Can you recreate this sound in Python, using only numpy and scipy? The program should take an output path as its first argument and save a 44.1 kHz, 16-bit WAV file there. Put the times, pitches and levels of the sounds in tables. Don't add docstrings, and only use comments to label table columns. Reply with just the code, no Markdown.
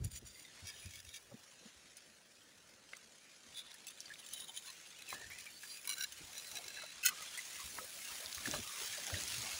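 import sys
import numpy as np
from scipy import signal
from scipy.fft import rfft, irfft, next_fast_len
from scipy.io import wavfile
from scipy.ndimage import uniform_filter1d

SR = 44100
rng = np.random.default_rng(int(sys.argv[2]) if len(sys.argv) > 2 else 0)


def bounce(signal):
    frames = np.transpose(np.atleast_2d(signal))
    limited = np.clip(frames, -1, 1)
    pcm = np.round(limited * 32767).astype(np.int16)
    wavfile.write(sys.argv[1], SR, pcm)


def invert_db(level):
    return 10 ** (np.asarray(level, dtype=float) / 20)


N = 422919

# time in seconds, rustle level in dB, dry tips in dB above the rustle.
GRASS_BRUSH = [(0.1, -71.5, 2), (0.53, -58.5, -16), (0.96, -64, -1), (1.22, -65.5, 3), (1.75, -61.5, -19),
               (2.44, -66, -6), (4.15, -60, -26), (4.39, -60.5, 6), (4.84, -58, -9), (5.16, -56.5, -10),
               (5.72, -59, 9.5), (6.2, -56, -3), (6.5, -55, 5.5), (7.02, -55, -19), (7.26, -50, -5),
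               (7.8, -53, 7), (8.51, -49, 2.5), (9.55, -45, -1)]
# frequency in Hz, density in dB per Hz.
BLADE_SPECTRUM = [(180, -12.5), (300, -13.5), (653, -7), (797, -9), (1170, -7), (1500, -5), (2150, -2.5),
                  (2500, -1.5), (5530, -3), (6640, -1.5), (7960, -6), (10400, -4), (13100, -16),
                  (14700, -10.5), (15700, -4)]
# time in seconds, fade in seconds, heavy blades in dB, dry tips in dB.
FLATTENED_TUFTS = [
    (1.33, 0.11, -67, -80),
    (4.39, 0.23, -67.5, -56),
    (5.16, 0.044, -51, -58),
    (6.62, 0.12, -59.5, -56),
    (7.07, 0.0084, -59, -51),
    (7.79, 0.04, -51, -44),
    (8.51, 1, -62.5, -64),
]
HEAVY_DB, HEAVY_FOLLOWS = -72, 0.61
SMOOTH_FROM_DB, SMOOTH_OVER_DB = -57.5, 10.5

# frequency in Hz, level in dB.
STALK_MODES = [
    [(4700, -6.5), (5800, -7), (6930, -1), (7580, -6), (9030, -3.5), (10100, -12), (14900, -7)],
    [(1750, -1.5), (2270, 3), (2690, 0.5), (3300, 3), (3720, 1), (4950, 3.5), (5780, 6.5), (6350, 2),
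     (7000, -1), (10000, -1)],
    [(3490, 6), (3740, 4), (3990, 3.5), (4800, -7), (6610, -17), (8920, -2), (9520, -12), (10100, -8),
     (11000, -13)],
    [(3090, 1.5), (3500, 1.5), (3790, -2), (6520, -4), (7050, -1), (9160, -1.5), (10100, 3)],
    [(1780, -6), (2500, 2), (4010, 6), (7500, 0), (9350, 1), (15100, -1)],
    [(1530, -9), (2860, -5), (3995, 5), (4760, -8), (5780, -3), (2240, -9), (7100, -6), (9600, -6.5),
     (10300, -12), (10940, -8), (15000, -5)],
    [(1650, -3.5), (2200, 1), (2600, 3), (3980, 6.5), (5800, 2), (7000, -14), (15200, -13)],
    [(1500, 5), (2030, 1), (3000, 2), (2605, 5), (4280, 1), (5170, 1), (6660, 1), (8430, 3), (10800, -13),
     (12360, -6), (14500, 0), (15100, 4)],
    [(608, 3), (1640, 3), (3600, 3), (4000, 2), (5780, -4), (6590, 3)],
    [(1680, -7), (4111, 1), (4760, 7), (5600, -1), (7100, -8), (9300, -4), (10400, 3), (11000, 0)],
]
# strongest moment in seconds, length in seconds, level in dB, ringing share from 0 to 1.
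STALK_DRAGS = [
    [(.05, 0.03, -53, 0.6), (.07, 0.053, -62, 0.3), (.122, 0.037, -59, .5), (.165, 0.069, -52.5, 0.4),
     (.275, 0.055, -59.5, 0.6), (.4, 0.26, -63.5, 0.5)],
    [(.685, 0.07, -52.5, 0.8), (.82, 0.28, -60.5, 0.2), (.965, 0.13, -58.5, 0.2), (1.095, 0.12, -62.5, 0.4),
     (1.162, 0.057, -52.5, 0.4)],
    [(3.59, 0.087, -52, 0.84), (3.67, 0.18, -66, 1)],
    [(4.197, 0.033, -56, 0.5), (4.415, 0.067, -57.5, 1), (4.35, 0.094, -63, 0.8), (4.494, 0.04, -55.5, 1),
     (4.575, 0.049, -52, 0.7), (4.675, 0.098, -58, 0.4)],
    [(5.125, 0.091, -52, 0.3), (5.395, 0.043, -63, 0.3), (5.7, 0.071, -62, 0.2)],
    [(5.905, 0.057, -49.5, 0.85), (6.02, 0.097, -50, 1)],
    [(6.38, 0.079, -59, 0.6), (6.57, 0.041, -52, 0.7), (6.8, 0.35, -60.5, 1)],
    [(7.038, 0.019, -45, 0.3), (7.064, 0.043, -36.5, 0.64), (7.091, 0.03, -41, 0.45)],
    [(8.55, 0.1, -46.5, 0.28), (8.475, 0.077, -47.5, 0.06), (9.145, 0.17, -54.5, 1)],
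    [(5.72, 0.13, -55.5, 0.8), (5.64, 0.066, -55.5, 0), (5.77, .06, -57, .2)],
]
RISE_SHARE = 0.6
MODE_WIDTH_HZ, MODE_WIDENS = 43, 0.0083
MODE_SCATTER_DB = 3

# time in seconds, peak level in dB.
FLICK_SLIPS = [
    (.1166, -41),
    (.136, -41),
    (.16, -37),
    (.172, -38),
    (.186, -46),
    (.2683, -48),
    (.284, -49),
    (.395, -48),
]
COMB_SLIPS = [(.6714, -38), (.679, -41), (.70, -40), (.8584, -39), (.9078, -42), (.9358, -42), (.956, -41),
              (.99, -41), (1.0011, -38), (1.0485, -42), (1.0899, -43), (1.1408, -40), (1.166, -43)]
NUDGE_SLIPS = [(3.5253, -45), (3.5462, -42), (3.5717, -39), (3.581, -37), (3.591, -37), (3.601, -42),
               (3.666, -47), (3.7148, -38.5), (3.7832, -47), (3.8435, -47), (3.974, -41), (4.014, -45),
               (4.1374, -36)]
RASP_SLIPS = [(4.2633, -39), (4.2867, -36.5), (4.331, -36), (4.341, -35), (4.3705, -38), (4.3636, -37),
              (4.376, -36), (4.399, -41), (4.405, -40), (4.418, -40), (4.4434, -37), (4.4808, -36),
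              (4.4923, -37), (4.5422, -40), (4.564, -37), (4.5726, -28.5), (4.58, -40), (4.623, -42),
              (4.6589, -43), (4.669, -44), (4.681, -45), (4.7013, -39)]
TUG_SLIPS = [(4.9878, -41), (5.021, -35), (5.0891, -35), (5.1035, -33), (5.145, -38), (5.197, -40),
             (5.212, -46), (5.315, -47), (5.3335, -39), (5.348, -42), (5.3854, -34), (5.408, -35.5),
             (5.4408, -41), (5.4632, -44)]
CHATTER_SLIPS = [(5.8747, -27), (5.892, -24.5), (5.899, -25), (5.9098, -26), (5.9215, -28), (5.9305, -26),
                 (5.9375, -27.5), (5.9695, -37), (5.9808, -29), (5.9963, -40), (6.008, -24), (6.0232, -27),
                 (6.0354, -25), (6.041, -24)]
RAKE_SLIPS = [(6.3308, -35), (6.372, -39), (6.3797, -40), (6.397, -41), (6.4446, -35), (6.5149, -33),
              (6.5545, -36), (6.5698, -28.5), (6.585, -33), (6.6416, -33.5), (6.6805, -33), (6.7025, -34),
              (6.7434, -37), (6.7723, -36), (6.79, -44), (6.8202, -34), (6.8626, -36), (6.903, -38),
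              (6.917, -41)]
BREAK_SLIPS = [
    (7.0487, -36),
    (7.0525, -31),
    (7.056, -27),
    (7.0604, -24),
    (7.0645, -25),
    (7.0698, -25),
    (7.0842, -26.5),
    (7.0894, -28),
]
# slips, peak over rms in dB, ringing share from 0 to 1.
STALK_SLIPS = [(FLICK_SLIPS, 14, 0.68), (COMB_SLIPS, 14, 0.25), (NUDGE_SLIPS, 14, 0.45), (RASP_SLIPS, 14, 0.64),
               (TUG_SLIPS, 14, 0.3), (CHATTER_SLIPS, 14, 0.56), (RAKE_SLIPS, 14, 0.3), (BREAK_SLIPS, 10, 0.41)]

# time in seconds, peak level in dB, body frequency in Hz, tip frequency in Hz.
TWIG_SNAPS = [(1.969, -43, 4970, 9350), (2.968, -48, 1290, 8400), (3.742, -43.5, 1790, 10500),
              (3.869, -37, 2610, 7600), (3.883, -38.5, 3550, 6050), (3.905, -44, 3550, 10400),
              (4.005, -41.5, 4460, 5500), (4.2635, -43, 3800, 7400), (4.337, -37, 3860, 9900),
              (4.401, -40, 3770, 8640), (4.702, -43.5, 4000, 6170), (5.773, -44, 2570, 7000),
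              (5.8527, -41, 2200, 10100), (6.123, -38, 2820, 6300), (6.38, -36, 4050, 7100),
              (6.5142, -41, 3970, 5710), (6.554, -35.5, 2470, 5650), (6.6816, -39.5, 4100, 7300),
              (7.223, -36.5, 2000, 6460), (7.3758, -33, 2000, 8670), (7.602, -39.5, 2010, 6610),
              (8.0485, -37.5, 2820, 6500), (8.347, -33.5, 3980, 6460), (9.279, -36, 4160, 5460),
              (9.3817, -34, 4530, 6440), (9.4195, -34, 3580, 6600)]
TWIG_CRACK_DB, TWIG_RUB_S = 1.5, 0.011
# time in seconds, peak level in dB, body frequency in Hz, rub time in seconds.
PEBBLE_KNOCKS = [(2.9335, -30.5, 2020, 0.0033), (4.057, -33.5, 4540, 0.018), (4.4433, -44, 3870, .009),
                 (5.1279, -33, 1050, 0.0049), (5.3016, -34.5, 1970, 0.024), (5.464, -30.5, 2370, 0.029),
                 (5.633, -32, 1660, 0.022), (5.7034, -34, 4130, .01), (6.57, -27, 3900, .004),
                 (6.8204, -34.5, 1410, 0.039), (7.3758, -37, 2020, 0.026), (7.782, -28, 1290, 0.015),
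                 (8.26, -32, 3600, 0.003), (8.4554, -22, 1750, 0.0053), (8.5135, -30, 3480, .009),
                 (8.5373, -29, 1156, 0.019), (8.6764, -34, 3870, 0.0081), (9.141, -25.5, 1885, 0.003),
                 (9.17, -27.5, 3950, .009)]
PEBBLE_CRACK_DB, PEBBLE_TIP_HZ = -24, 5850
SNAP_WIDTH_HZ = 117

# start in seconds, end in seconds, first frequency in Hz, last frequency in Hz, level in dB.
SLIDING_SQUEAKS = [(5.137, 5.277, 1760, 1810, -56.5), (5.305, 5.35, 2200, 2350, -54.5),
                   (5.31, 5.395, 1850, 2100, -60.5), (4.99, 5.03, 2560, 2550, -63),
                   (5.497, 5.602, 4450, 4480, -64), (5.722, 5.8, 2533, 2500, -61),
                   (5.875, 5.928, 1000, 1200, -60.5), (5.965, 6.057, 1450, 1670, -52),
                   (6.44, 6.55, 4050, 3930, -62), (6.69, 6.93, 4150, 3950, -59.5),
                   (5.075, 5.14, 2750, 1950, -55.5), (7.03, 7.044, 2600, 2650, -41),
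                   (7.085, 7.142, 1230, 1180, -54), (0.738, 0.884, 9800, 10000, -65),
                   (4.325, 4.46, 3890, 3800, -59), (1.07, 1.18, 3720, 3740, -64.5),
                   (0.81, .92, 2450, 2500, -65), (6.43, 6.58, 5300, 6300, -70),
                   (6.35, 6.405, 5900, 5850, -60), (6.36, 6.405, 4000, 4050, -60),
                   (4.29, 4.45, 3100, 3030, -64), (4.29, 4.35, 6050, 6100, -61),
                   (4.66, 4.71, 4100, 4100, -57), (9.1, 9.14, 600, 640, -54.5), (8.54, 8.6, 650, 590, -59),
                   (6.75, 6.85, 1900, 2200, -62), (8.64, 8.79, 1230, 1100, -59.5),
                   (4.63, 4.73, 1400, 1980, -67), (6.52, 6.62, 790, 690, -62.5),
                   (7.592, 7.64, 1100, 1080, -57)]
# start in seconds, end in seconds, frequency in Hz, level in dB.
STEADY_HUMS = [(.26, .46, 4720, -68.5), (.26, .39, 3580, -73), (.355, .395, 2070, -64.5),
               (.43, .5, 2050, -66), (.44, .5, 3680, -65), (.69, .78, 1736, -67), (.7, .77, 3700, -66),
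               (.93, 1.02, 3480, -67), (.66, 0.713, 4960, -58), (4.485, 4.51, 830, -62.5),
               (4.655, 4.715, 1020, -65.5), (4.665, 4.71, 2590, -64), (4.84, 4.88, 2780, -66),
               (7.18, 7.233, 1250, -57.5), (7.255, 7.295, 3450, -59), (7.52, 7.648, 2030, -61),
               (7.376, 7.403, 2030, -46), (7.335, 7.383, 3300, -55), (4.102, 4.129, 1740, -51.5),
               (6.767, 6.804, 1647, -53), (7.8, 7.85, 530, -60), (7.99, 8.09, 2150, -63),
               (8.05, 8.1, 2830, -58.5), (8.04, 8.078, 1660, -60.5), (8.08, 8.13, 1230, -62.5),
               (8.19, 8.26, 1660, -62), (8.19, 8.29, 568, -65), (8.36, 8.42, 1167, -62),
               (9.45, 9.512, 800, -59.5), (8.93, 8.97, 1760, -54), (9.06, 9.105, 798, -59)]

# time in seconds, peak level in dB, frequency in Hz.
STRAW_TICKS = [(0.047, -27.5, 9800), (2.9338, -33, 2080), (2.9687, -41, 6350), (4.0046, -30.5, 5870),
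               (4.336, -26, 10300), (5.128, -32.5, 1200), (5.3014, -38, 14500), (5.8748, -24, 10500),
               (5.8935, -24, 9600), (4.157, -44, 2440), (8.26, -31, 4700), (8.381, -37, 1800),
               (8.539, -32, 2800), (8.328, -30, 4500), (8.474, -31, 1500), (8.676, -35, 5500),
               (9.101, -34.5, 1380), (9.154, -37, 3200), (4.0565, -44, 4570), (5.8525, -40, 2250),
               (7.7868, -30.5, 1270), (6.009, -30, 4000), (7.0562, -11, 15000), (7.0613, -16.5, 10800),
               (7.0624, -13.5, 6700), (8.5126, -24, 5840), (8.5375, -37, 1080), (8.541, -32, 1510),
               (9.068, -28, 6700), (9.2095, -32, 6600), (9.237, -30, 6500), (9.2775, -28, 5670)]
TICK_S, TICK_CYCLES, TICK_ROUGH = 0.00035, 1.2, 0.35

# time in seconds, peak level in dB, frequency in Hz.
FOOT_THUMPS = [(0.02, -41, 88), (0.128, -50, 61), (0.627, -46, 88), (0.856, -41, 89.5), (.042, -42, 108),
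               (1.063, -56, 70), (1.32, -56.5, 119), (1.76, -65, 70), (8.25, -62, 70), (6.204, -60.5, 158),
               (7.643, -52, 67.2), (8.37, -53, 77.5), (8.468, -52, 125), (8.53, -51, 154), (8.6, -56, 78.1),
               (8.891, -63, 100), (9.131, -36.5, 94.3), (9.228, -54, 61.6), (9.269, -56, 87),
               (9.381, -48.5, 113), (9.539, -55, 71.5)]
# time in seconds, peak level in dB, frequency in Hz.
HEEL_KNOCKS = [(0.222, -55, 238), (1.315, -53, 554), (1.34, -50.5, 224), (1.625, -64, 506),
               (1.656, -53, 230), (2.93, -59.5, 555), (5.126, -53, 782), (6.208, -58.5, 310),
               (6.834, -52, 623), (8.477, -44, 260), (8.538, -43.5, 577), (8.488, -44.5, 300),
               (8.56, -48.5, 251), (8.588, -47.5, 231), (8.981, -51.5, 590)]

# time in seconds, fade in seconds, rumble in dB, rub in dB.
GRIP_SHIFTS = [
    (0.0, 0.09, -48, -82),
    (.25, 0.052, -63, -69),
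    (.95, 0.21, -67, -90),
    (5.27, 0.13, -71.5, -81),
    (6.24, 0.043, -64, -70),
    (7.74, 0.11, -76, -69),
    (8.52, 0.072, -58, -57),
    (9.16, 0.11, -75, -56),
    (9.42, 0.09, -63, -66),
]
RUMBLE_DB, RUB_DB, RUB_FOLLOWS = -89.5, -76, 0.087

# frequency in Hz, level in dB.
VALLEY_SPECTRUM = [(15, -27), (25, -19), (49, -16), (165, -3), (316, -9), (546, -2), (700, -8), (1100, -13),
                   (1500, -4.5), (1950, -6.5), (3300, -120)]
VALLEY_DB = -69.5
TOP_HZ = 15600


def grass():
    rustle_db, tips_db = read(GRASS_BRUSH)
    thick = np.clip((rustle_db - SMOOTH_FROM_DB) / SMOOTH_OVER_DB, 0, 0.9)
    thin_grass = level(patchy(contacts(700, 3.7, 0.0023, 0.9), 3.3), 0)
    dense_grass = level(patchy(contacts(2500, 4.9, 0.0012, 0.61), 2.95), 0)
    blend = np.sqrt(1 - thick) * thin_grass + np.sqrt(thick) * dense_grass
    heavy, rest = split(colour(blend, BLADE_SPECTRUM), 876)
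    middle, tips = split(rest, 9970)

    bent, crushed = swells(FLATTENED_TUFTS)
    tips_gain = np.hypot(invert_db(rustle_db + tips_db), crushed)
    tips = level(tips, -4.0) * tips_gain * invert_db(0.43 * walk(30))
    heavy_gain = np.hypot(invert_db(HEAVY_DB + HEAVY_FOLLOWS * (rustle_db + 60.0)), bent)
    heavy = level(heavy, -6.0) * heavy_gain * invert_db(4.4 * walk(20))
    middle = level(middle, 0.022) * invert_db(rustle_db)
    return invert_db(1.0 * walk(14)) * (middle + tips + heavy)


def contacts(rate, scatter_db, tail_s, hiss):
    chance = rng.random(N)
    size = rng.exponential(size=N)
    noise = rng.standard_normal(N)
    hits = (chance < rate / SR) * invert_db(scatter_db * np.minimum(size, 4)) ** 2
    power = signal.lfilter([1], [1, -np.exp(-1 / (tail_s * SR))], hits)
    return noise * np.sqrt(power / power.mean() + hiss)


def patchy(x, patchy_db):
    spec = signal.stft(x, nperseg=512)[2]
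    blots = uniform_filter1d(rng.standard_normal(spec.shape), size=2, axis=0)
    blots = uniform_filter1d(blots, size=8, axis=1)
    return signal.istft(spec * invert_db(patchy_db * blots / blots.std()), nperseg=512)[1][:N]


def stalks():
    out = np.zeros(N)
    chatter = contacts(400, 2.4, 0.0018, 0.9)
    cloth = split(colour(chatter, BLADE_SPECTRUM), 1280)[1]
    drags = [[(s - RISE_SHARE * span, s, s + (1 - RISE_SHARE) * span, db, share) for s, span, db, share in rows]
             for rows in STALK_DRAGS]
    for rows, (table, crest_db, share) in zip(drags, STALK_SLIPS):
        rows += slips(table, crest_db, share)

    for mode_rows, rows in zip(STALK_MODES, drags):
        modes = [(hz, MODE_WIDTH_HZ + MODE_WIDENS * hz, g) for hz, g in mode_rows]
        for start, top, end, db, share in rows:
            i, j = int(start * SR), int((end + 0.02) * SR)
            push = np.interp(np.arange(i, j) / SR, [start, top, end], [0, 1, 0]) ** 0.73
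            share = np.clip(share, 0, 1)
            db = db + 10 * np.log10((end - start) * SR / (j - i))
            ringing = level(ring(modes, push * chatter[i:j], MODE_SCATTER_DB), db)
            rubbing = level(push * cloth[i:j], db)
            add(out, start, np.sqrt(share) * ringing + np.sqrt(1 - share) * rubbing)
    return out


def slips(table, crest_db, share):
    return [(s - 0.0012, s + 0.0016, s + 0.0043, db - crest_db, share) for s, db in table]


def ring(modes, push, scatter_db=0):
    out = 0
    for (hz, width_hz, gain_db), (lift, bend) in zip(modes, rng.standard_normal((len(modes), 2))):
        mode = signal.iirpeak(hz * (1 + 0.01 * bend), hz / (1.3 * width_hz + 0.014 * hz + 40), SR)
        answer = signal.lfilter(*mode, signal.lfilter(*mode, push))
        out = out + invert_db(gain_db + scatter_db * lift) / np.sqrt(width_hz) * answer
    return out


def snaps():
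    out, t = np.zeros(N), np.arange(2048) / SR
    rows = [(*row, TWIG_CRACK_DB, TWIG_RUB_S) for row in TWIG_SNAPS]
    rows += [(s, db, hz, PEBBLE_TIP_HZ, PEBBLE_CRACK_DB, rub_s) for s, db, hz, rub_s in PEBBLE_KNOCKS]
    noise = rng.standard_normal((len(rows), len(t)))
    tear = t / 0.0018 * np.exp(-t / 0.001) + 0.3 * np.exp(-t / 0.009)
    for (s, db, body_hz, tip_hz, crack_db, rub_s), hiss in zip(rows, noise):
        rub = tear + 0.5 * (1 - np.exp(-t / 0.0017)) * np.exp(-(t / rub_s) ** 2)
        body = level(ring([(body_hz, SNAP_WIDTH_HZ, 0)], hiss * rub), db - 26.5)
        thud = level(ring([(body_hz, 0.65 * body_hz, 0)], hiss * tear), db - 30.5)
        tip = level(ring([(tip_hz, 150, 0)], hiss * rub), db + crack_db - 24.0)
        crack = level(colour(split(hiss, 3800)[1] * tear, BLADE_SPECTRUM), db + crack_db - 18.0)
        add(out, s - 0.0006, body + thud + tip + crack)
    return out


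def squeaks():
    out = np.zeros(N)
    slow = uniform_filter1d(uniform_filter1d(rng.standard_normal((2, N)), size=190), size=190)
    rub = slow * uniform_filter1d(np.abs(contacts(220, 1.6, 0.0044, 0.74)), size=128)
    steady = [(start, end, hz, hz, db) for start, end, hz, db in STEADY_HUMS]
    for start, end, from_hz, to_hz, db in SLIDING_SQUEAKS + steady:
        i, j = int(start * SR), int(end * SR)
        phase = 2 * np.pi * np.cumsum(np.linspace(from_hz, to_hz, j - i)) / SR
        note = rub[0, i:j] * np.sin(phase) + rub[1, i:j] * np.cos(phase)
        add(out, start, level(note * np.hanning(j - i) ** 0.15, db))
    return out


def ticks():
    out, t = np.zeros(N), np.arange(512) / SR
    noise = rng.standard_normal((len(STRAW_TICKS), len(t)))
    for (s, db, hz), hiss in zip(STRAW_TICKS, noise):
        rough = level(band(hiss, 1.03 * hz, min(1.6 * hz, 0.45 * SR)), 0)
        wave = np.sin(2 * np.pi * hz * t) + TICK_ROUGH * rough
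        fade = (1 - np.exp(-t / 0.0001)) * np.exp(-t / (TICK_S + TICK_CYCLES / hz))
        add(out, s, invert_db(db + 2.5) * wave * fade)
    return out


def bumps(table, length, rough):
    out, t = np.zeros(N), np.arange(int(6 * length * SR)) / SR / length
    noise = rng.standard_normal((len(table), len(t)))
    for (s, db, hz), hiss in zip(table, noise):
        uneven = level(band(hiss, 0.6 * hz, 1.8 * hz), -4.5)
        wave = np.sin(2 * np.pi * hz * length * t) + rough * uneven
        add(out, s - 0.5 * length, invert_db(db - 0.5) * wave * (t * np.exp(1 - t)) ** 2)
    return out


def grip():
    shake, slide = swells(GRIP_SHIFTS)
    rumble = level(band(rng.standard_normal(N), 44, 119), 0.99)
    rumble = rumble * np.hypot(invert_db(RUMBLE_DB), shake) * invert_db(6.0 * walk(25))
    steady = invert_db(RUB_DB + RUB_FOLLOWS * (read(GRASS_BRUSH)[0] + 54.5))
    rub = level(band(rng.standard_normal(N), 156, 378), -1.7)
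    return rumble + rub * np.hypot(steady, slide) * invert_db(3.2 * walk(40))


def valley():
    return level(colour(rng.standard_normal(N), VALLEY_SPECTRUM), VALLEY_DB - 3.0) * invert_db(1.0 * walk(2.3))


def level(x, db):
    return x * invert_db(db) / np.sqrt(np.mean(x ** 2) + 1e-30)


def colour(x, points):
    hz, db = np.transpose(points)
    size = next_fast_len(len(x))
    f = np.maximum(np.arange(size // 2 + 1) * SR / size, 1)
    gain = invert_db(np.interp(np.log(f), np.log(hz), db))
    return irfft(rfft(x, size) * gain, size)[:len(x)]


def band(x, lo_hz, hi_hz):
    return signal.sosfilt(signal.butter(2, [lo_hz, hi_hz], "band", fs=SR, output="sos"), x)


def split(x, edge_hz):
    size = next_fast_len(len(x))
    f = np.arange(size // 2 + 1) * SR / size
    low = irfft(rfft(x, size) / (1 + (f / edge_hz) ** 4), size)[:len(x)]
    return low, x - low


def walk(rate):
    k = int(SR / rate)
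    held = rng.standard_normal(size=1024)[np.arange(N) // k]
    return uniform_filter1d(uniform_filter1d(held, k), k)


def read(table):
    s, *columns = np.transpose(table)
    return [np.interp(np.arange(N) / SR, s, c) for c in columns]


def swells(table):
    t = np.arange(N) / SR
    power = sum(invert_db(np.array(db))[:, None] ** 2 * np.exp(-2 * np.abs(t - s) / fade_s) for s, fade_s, *db in table)
    return np.sqrt(power)


def add(out, s, piece):
    i = max(int(s * SR), 0)
    out[i:i + len(piece)] += piece[:N - i]


def scene():
    plants = grass() + stalks() + snaps() + squeaks() + ticks()
    steps = bumps(FOOT_THUMPS, 0.016, 0.44) + bumps(HEEL_KNOCKS, 0.0089, 0.9)
    mono = plants + steps + grip() + valley()
    return np.array([mono, mono])


def roll_off(x):
    return signal.sosfilt(signal.butter(12, 16650, fs=SR, output="sos"), x)


def record(dry):
    thin = signal.sosfilt(signal.butter(2, 45, "high", fs=SR, output="sos"), dry)
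    cut = signal.sosfilt(signal.ellip(8, 0.2, 52, TOP_HZ, fs=SR, output="sos"), thin)
    return roll_off(cut)


dry = scene()
out = record(dry)
bounce(out)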